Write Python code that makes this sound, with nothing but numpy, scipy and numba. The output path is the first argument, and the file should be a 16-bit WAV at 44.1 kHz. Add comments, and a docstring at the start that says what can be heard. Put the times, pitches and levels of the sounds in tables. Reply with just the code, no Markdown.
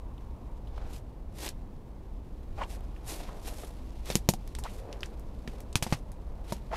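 """In long grass and undergrowth at night, someone walks slowly, close to the microphone.
Blades sweep past the legs in crackling swells, and stems crack and knock close by with a dull thump.
Twigs tick, something smooth rubs by in short rising swishes, and a soft, low rustle comes and goes.
Far traffic and a low rumble lie underneath."""
import sys
import numpy as np
from scipy import signal
from scipy.fft import rfft, irfft
from scipy.io import wavfile
from scipy.ndimage import uniform_filter1d
from numba import njit

SR = 44100
rng = np.random.default_rng(int(sys.argv[2]) if len(sys.argv) > 2 else 0)


def log_audio(samples):
    """Write samples as a 16-bit WAV file to the path given in sys.argv[1]."""
    # one column per channel
    frames = np.atleast_2d(samples).T
    # limit to full scale, then quantise
    limited = np.clip(frames, -1, 1)
    pcm = np.round(limited * 32767).astype(np.int16)
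    wavfile.write(sys.argv[1], SR, pcm)


N = 298116
TIME = np.arange(N) / SR

# tone colour of scraping blades: f/Hz, relative level/dB
BLADE_SPECTRUM = [(180, -33.5), (300, 0.5), (431, -1.5), (517, -7.5), (720, -4.5), (922, -7.5),
                  (1370, -14.5), (2560, -10), (3230, -12.5), (3510, -11.5), (8990, -16), (10100, -17),
                  (11500, -15.5), (15500, -26)]
# a leg sweeps through the grass: peak t/s, level/dB, rise/s, fall/s, brightness/dB (more = more treble)
LEG_SWEEPS = [ (.8, -59, 0.14, 0.19, -14), (.95, -51.5, 0.086, 0.065, 0), (1.411, -43.5, 0.055, 0.075, 1.5),
              (1.463, -38, 0.089, 0.046, 0), (2.62, -55, 0.096, .06, -8), (2.714, -49.5, 0.064, .07, 1),
              (3.09, -38, 0.037, 0.13, 5), (3.22, -54.5, 0.21, 0.21, -7), (3.474, -42.5, 0.037, 0.053, 1),
              (3.61, -51, 0.31, 0.15, 4.5), (4.074, -45, 0.03, 0.041, -6), (4.108, -40, 0.045, 0.065, 0.5),
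              (4.745, -53.5, 0.15, .11, 2.5), (5.53, -59, 0.12, 0.15, -5), (5.91, -49.5, 0.12, 0.1, 1),
              (6.51, -52.5, 0.085, 0.11, -3), (6.755, -45, 0.045, .05, -11)]
# grass stirring between the sweeps: t/s, level/dB
GRASS_STIR = [(0, -72), (2.2, -72.5), (3.1, -65.5), (3.9, -63.5), (5.0, -65.5), (6.2, -72.5), (6.76, -65)]
# stems crack close by: t/s, crack/dB, leaves/dB, thump/dB, thump f/Hz, knock/dB, tilt/(dB per octave)
STEM_CRACKS = [ (4.1018, -22, -33, -33, 155, -29.5, -2.5), (4.1547, -11.5, -28, -18, 149, -32, 3.5),
               (4.2893, -13, -25, -15, 158, -16.5, 5), (4.3376, -30, -44, -32, 160, -30.5, 2.5),
               (5.477, -41, -50, -31.5, 166, -42, -1.5), (5.756, -13.5, -27.5, -21, 104, -36, 0.5),
               (5.8249, -27, -27, -27.5, 118, -27.5, 0.5), (5.8657, -40, -39, -30, 167, -29, -2.5),
               (5.9249, -26, -23, -18, 113, -22.5, -4), (6.523, -33.5, -38, -27.5, 166, -23.5, 3)]
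# tone colour of a crack: f/Hz, relative level/dB
CRACK_SPECTRUM = [(150, -20), (400, 9), (800, 5), (1400, -4.5), (2200, 8.5), (3000, 4), (5000, 3),
                  (9000, -5), (13000, -9), (16000, -14)]
# tone colour of shaken leaves: f/Hz, relative level/dB
LEAF_SPECTRUM = [(150, 7.5), (350, -8.5), (750, 0.5), (1400, -2), (2300, 1), (3200, 0.5), (5500, 0.5),
                 (9000, -3.5), (12500, -7), (16000, -19)]
# tones of the thump: multiple of its pitch, relative level/dB, t60/s (time to fade by 60 dB)
THUMP_TONES = [(.7, -22.5, 0.12), (1, -8.5, 0.1), (1.3, 1.5, 0.049), (2.1, -5.5, 0.042), (2.8, -18, 0.066)]
# tones of a thick stem, before STEM_TUNING lowers them: f/Hz, relative level/dB, t60/s
STEM_TONES = [(591, -14.5, 0.056), (734, -1, 0.023), (833, -13, 0.053), (1030, -11, 0.049)]
STEM_TUNING = 0.92
# twigs and stalks tick: t/s, level/dB, f/Hz, width/octaves, t60/s
TWIG_TICKS = [(.18, -55, 3080, 0.45, .023), (.672, -57, 3130, 0.51, 0.052), (0.779, -38.5, 750, 1.1, 0.033),
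              (.982, -55, 5000, 2.3, .015), (1.479, -32.5, 3100, 0.91, 0.011),
              (1.489, -33, 4470, 2.6, 0.023), (2.807, -42, 795, 0.82, 0.0097), (2.963, -51, 2160, .7, .019),
              (3.203, -41, 695, 0.73, .045), (3.634, -36.5, 545, 1.6, 0.046), (4.057, -45, 3900, 3.2, .039),
              (4.123, -34, 4000, 0.54, .012), (4.476, -42.5, 5000, 5.6, 0.013),
              (4.551, -33, 4030, 2.2, 0.01), (4.5864, -44, 7260, 1.7, 0.091), (4.587, -35.5, 780, 1, 0.014),
              (4.6384, -30.5, 4660, 2.1, 0.0023), (4.9279, -35.5, 3000, 2.45, 0.0071),
              (5.0073, -40.5, 5300, .6, 0.0058), (5.032, -24, 2070, 1.25, 0.0039),
              (5.059, -44, 6800, .9, 0.017), (5.196, -51, 8000, 1.7, 0.011), (5.476, -35, 2470, 1.2, 0.012),
              (5.6044, -42, 7940, 5.7, 0.011), (5.728, -44.5, 4050, 2.4, .025),
              (6.118, -46.5, 8000, 1.6, 0.01)]
# rubbing swishes: peak t/s, level/dB, rise/s, fall/s, starting f/Hz, climb after the peak/(octaves per s)
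RUBS = [(2.587, -38, .014, 0.038, 782, 4), (2.621, -29, 0.027, 0.025, 810, 5.4),
        (2.636, -41, 0.014, 0.011, 2100, 63), (3.292, -43, 0.029, 0.015, 930, 6),
        (4.656, -36.5, 0.026, 0.033, 760, 53), (6.718, -33, 0.0086, 0.0079, 651, 5),
        (6.733, -27, .014, 0.027, 675.6, 56)]
# soft, low swells of rustling noise: peak t/s, level/dB, rise/s, centre f/Hz
LOW_SWELLS = [(0.812, -51.5, 0.13, 665), (2.667, -53.5, 0.24, 450), (3.227, -50.5, 0.38, 600),
              (3.54, -54.5, 0.17, 584), (4.886, -46.5, 0.35, 440), (5.578, -53.5, 0.33, 450),
              (6.298, -60, 0.96, 490)]
# tyres on a far road: t/s, level/dB
TYRE_LEVELS = [(0, -62.5), (.5, -64), (1.1, -74.5), (2, -72), (6.76, -67.5)]
# tone colour of the night air: f/Hz, relative level/dB
AIR_SPECTRUM = [(20, 3), (52, 1), (80, -9), (110, -10.5), (170, -15), (215, -13.5), (300, -18.5),
                (580, -24.5), (950, -29.5), (1350, -40), (2200, -46), (6000, -57.5), (13000, -60),
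                (15500, -51)]
# the bass swells and sinks: t/s, change in level/dB
BASS_SWELLS = [(0, -1), (.8, 3.5), (1.1, 0), (2.2, -1), (2.6, 3.5), (3.2, -1), (4.7, 2), (5.3, -.5),
               (6.76, 1)]


def grass():
    """Blades scrape in dense clicks and now and then one catches; each leg sweep swells and dies away."""
    snags = crackle(rate=61, spread_db=1.6)
    burst = rng.standard_normal(SR // 100) * fade(TIME[:SR // 100], 0.024)
    catches = unit(signal.fftconvolve(snags, burst)[:N])
    scraping = crackle(rate=6000, spread_db=2.7)
    blades = colour(unit(scraping + undb(-10) * catches), BLADE_SPECTRUM)
    treble = signal.sosfiltfilt(signal.butter(2, 5500, "high", fs=SR, output="sos"), blades)
    moves = [(undb(db) * swell(s, rise, fall, shape=1.42), bright_db)
             for s, db, rise, fall, bright_db in LEG_SWEEPS]
    moves.append((undb(curve(GRASS_STIR)), -5))  # the stirring is a little dull
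    # brightness shares the power between the treble and the rest
    high = sum(gain ** 2 / (1 + undb(-2 * bright_db)) for gain, bright_db in moves)
    low = sum(gain ** 2 / (1 + undb(2 * bright_db)) for gain, bright_db in moves)
    rustle = np.sqrt(2 * high) * treble + np.sqrt(2 * low) * (blades - treble)
    return rustle * undb(1.75 * waver(130))


def cracking_stems():
    """Stems crack and knock close to the microphone with a dull thump, and the leaves around shiver."""
    out, t = np.zeros(N), TIME[:SR // 4]
    for s, crack_db, shiver_db, thump_db, thump_hz, knock_db, tilt_db in STEM_CRACKS:
        crack = np.sign(rng.standard_normal(len(t))) * fade(t, 0.0057)
        crack[0] = -3.0  # the first fibre to give is the sharpest
        shiver = crackle(rate=9000, spread_db=1.5, count=len(t))
        shiver *= (1 - np.exp(-t / 0.001)) * fade(t, 0.081)
        add(out, s, undb(crack_db) * colour(crack, CRACK_SPECTRUM, tilt_db))
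        add(out, s, undb(shiver_db) * colour(shiver, LEAF_SPECTRUM, tilt_db))
        add(out, s, undb(thump_db) * ring(t, THUMP_TONES, thump_hz, jitter=0.042))
        add(out, s, undb(knock_db) * ring(t, STEM_TONES, STEM_TUNING, jitter=0.086))
    return out


def twig(db, hz, octaves, t60):
    """A thin stalk clicks in a band around its pitch and shakes the leaves it carries."""
    t = TIME[:SR // 6]
    fibres = np.sign(rng.standard_normal(len(t))) * fade(t, t60)
    fibres[0] = 2.74  # one fibre snaps first, then the smaller ones part
    click = band(fibres, hz / 2 ** (octaves / 2), hz * 2 ** (octaves / 2))
    click += undb(-18.5 + 6.5 * np.log2(hz / 4000)) * fibres  # thin dry stalks break more sharply
    click *= np.linalg.norm(fibres) / np.linalg.norm(click)
    wood = band(fibres, 720, 2560)
    shiver = crackle(rate=4600, spread_db=2.4, count=len(t))
    leaves = band(shiver, hz / 1.66, hz * 1.23, order=1) * fade(t, 0.11)
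    return undb(db) * (click + undb(-2.0) * wood + undb(-8.5) * leaves)


def twigs(faint_count=10, faint_from_s=3.3, faint_to_s=6.4):
    """Clear ticks, and faint ones at random as trodden stalks spring back behind the walker."""
    out = np.zeros(N)
    for s, db, hz, octaves, t60 in TWIG_TICKS:
        add(out, s, twig(db, hz, octaves, t60))
    for when, size, pitch in rng.random((faint_count, 3)):
        tick = twig(db=-60 + 6 * size, hz=4500 * 2 ** (pitch - .5), octaves=1.8, t60=.02)
        add(out, faint_from_s + when * (faint_to_s - faint_from_s), tick)
    return out


def swishes(highest_hz=2900):
    """Fine ribs grip, then slip over each other ever faster: a rasping tone rises inside a broad hiss."""
    out = np.zeros(N)
    for s, db, rise, fall, start_hz, climb in RUBS:
        on = (TIME >= s - 2 * rise) & (TIME <= s + 2 * fall)
        hz = np.minimum(start_hz * 2 ** (climb * np.maximum(TIME[on] - s, 0)), highest_hz)
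        # uneven ribs make the pitch and the grip waver
        phase = 2 * np.pi * np.cumsum(hz * (1 + 0.1184 * waver(700)[on])) / SR
        tone = unit(np.sin(phase) + undb(-23.5) * np.sin(2 * phase) + undb(-15.5) * np.sin(3 * phase))
        noise = rng.standard_normal(len(hz))
        hiss = unit(resonate(resonate(noise, hz), hz) / np.sqrt(hz))
        grip = undb(-3 + 2.5 * waver(300)[on])
        rasp = grip * tone + undb(-3) * hiss
        out[on] += undb(db) * swell(s, rise, fall, shape=0.87)[on] * rasp
    return out


def low_rustle():
    """Soft, low swells of rustling noise, each fading more slowly than it rises."""
    out, clicks = np.zeros(N), crackle(rate=1500, spread_db=2.36)
    for s, db, rise, hz in LOW_SWELLS:
        centre = np.full(N, float(hz))
        rustle = unit(resonate(resonate(clicks, centre), centre))
        out += rustle * undb(db) * swell(s, rise, 1.45 * rise, shape=1.09)
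    return out * undb(1.6 * waver(30))


def far_road(tyre_hz=1026):
    """Far tyres sing in one narrow band; they fade away and partly come back."""
    tyres = unit(band(rng.standard_normal(N), tyre_hz / 1.206, tyre_hz * 1.087))
    return tyres * undb(curve(TYRE_LEVELS) + waver(14))


def night_air(air_db=-40.5, drone_db=-47):
    """Low outdoor rumble and faint hiss; each band wavers on its own and the bass swells."""
    hz = np.arange(N // 2 + 1) * SR / N
    bass_db = curve(BASS_SWELLS)
    spectrum = rfft(rng.standard_normal(N)) * undb(spectrum_db(AIR_SPECTRUM, hz)) * (hz > 15)
    half_octave = np.floor(2 * np.log2(np.clip(hz, 32, 2048)))
    air = np.zeros(N)
    for k in np.unique(half_octave):
        is_bass = 2 ** (k / 2) < 100
        air += irfft(spectrum * (half_octave == k), N) * undb(.5 * waver(3) + bass_db * is_bass)
    drone = unit(band(rng.standard_normal(N), 39.6, 62.6))
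    return unit(air) * undb(air_db) + drone * undb(drone_db + bass_db)


def crackle(rate, spread_db, count=N):
    """Tiny clicks at random, about `rate` a second, mostly small and a few large."""
    hit = rng.random(count) < rate / SR
    strength = undb(spread_db * np.minimum(rng.exponential(size=count), 5))
    return unit(hit * strength * np.sign(rng.standard_normal(count)))


def ring(t, tones, scale, jitter):
    """Fading tones struck together, each a little off its usual pitch."""
    out = np.zeros(len(t))
    for pitch, db, t60 in tones:
        hz = pitch * scale * (1 + jitter * rng.standard_normal())
        out += undb(db) * fade(t, t60) * np.sin(2 * np.pi * hz * t)
    return out


def swell(s, rise_s, fall_s, shape):
    """A gain of 1 at time s, a tenth one rise before and one fall after; shape 1 is pointed, 2 round."""
    away = np.maximum((s - TIME) / rise_s, (TIME - s) / fall_s)
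    return 10 ** -np.minimum(away ** shape, 10)


def fade(t, t60):
    """Die away by 60 dB every t60 seconds."""
    return np.exp(-np.log(1000) * t / t60)


def waver(rate):
    """A smooth random wobble of size about 1, with `rate` new values a second."""
    hold = max(int(SR / rate), 1)
    steps = np.repeat(rng.standard_normal(N // hold + 1), hold)
    return unit(uniform_filter1d(uniform_filter1d(steps, hold), hold)[:N])


def colour(x, points, tilt_db=0, size=1024):
    """Give a sound a tone colour; tilt_db adds that much per octave above 500 Hz."""
    hz = np.maximum(np.arange(size // 2 + 1) * SR / size, 20)
    db = spectrum_db(points, hz) + tilt_db * np.log2(np.maximum(hz, 500) / 2000)
    # build the filter so that it rings only after a click, never before
    cepstrum = irfft(np.log(undb(db)))
    cepstrum[1:size // 2] *= 2
    cepstrum[size // 2 + 1:] = 0
    response = irfft(np.exp(rfft(cepstrum)))
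    return signal.fftconvolve(x, response / np.linalg.norm(response))[:len(x)]


def band(x, lo_hz, hi_hz, order=2):
    """Keep what lies between two frequencies."""
    edges = np.clip([lo_hz, hi_hz], [5, 10], [SR * .47, SR * .49])
    return signal.sosfilt(signal.butter(order, edges, "band", fs=SR, output="sos"), x)


@njit
def resonate(x, hz):
    """Keep a broad band around a frequency that may move."""
    out, band_state, low_state = np.empty(len(x)), 0., 0.
    for i in range(len(x)):
        tuning = np.tan(np.pi * hz[i] / SR)
        out[i] = (band_state + tuning * (x[i] - low_state)) / (1 + tuning * (tuning + 1))
        band_state = 2 * out[i] - band_state
        low_state += 2 * tuning * out[i]
    return out


def spectrum_db(points, hz):
    """Read the level at hz from a tone colour table, with octaves evenly spaced."""
    f, db = np.transpose(points)
    return np.interp(np.log(np.maximum(hz, 1)), np.log(f), db)


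def curve(table):
    """Join (time, value) points with straight lines."""
    return np.interp(TIME, *np.transpose(table))


def undb(db):
    """Turn decibels into a gain."""
    return 10 ** (np.asarray(db) / 20)


def unit(x):
    """Scale to an average power of 1."""
    return x / np.sqrt(np.mean(x ** 2) + 1e-20)


def add(out, s, sound):
    """Mix a sound in at time s."""
    i = max(int(s * SR), 0)
    out[i:i + len(sound)] += sound[:max(N - i, 0)]


def scene():
    """All sources at one microphone."""
    return (grass() + low_rustle() + cracking_stems() + twigs() + swishes() + far_road() + night_air())[None]


def record(dry, soften_hz=14300, top_hz=15600):
    """The microphone softens the highest treble and the recorder cuts the top."""
    soft = signal.sosfilt(signal.butter(5, soften_hz, fs=SR, output="sos"), dry)
    return signal.sosfilt(signal.ellip(10, .1, 70, top_hz, fs=SR, output="sos"), soft)


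dry = scene()
out = record(dry)
log_audio(out)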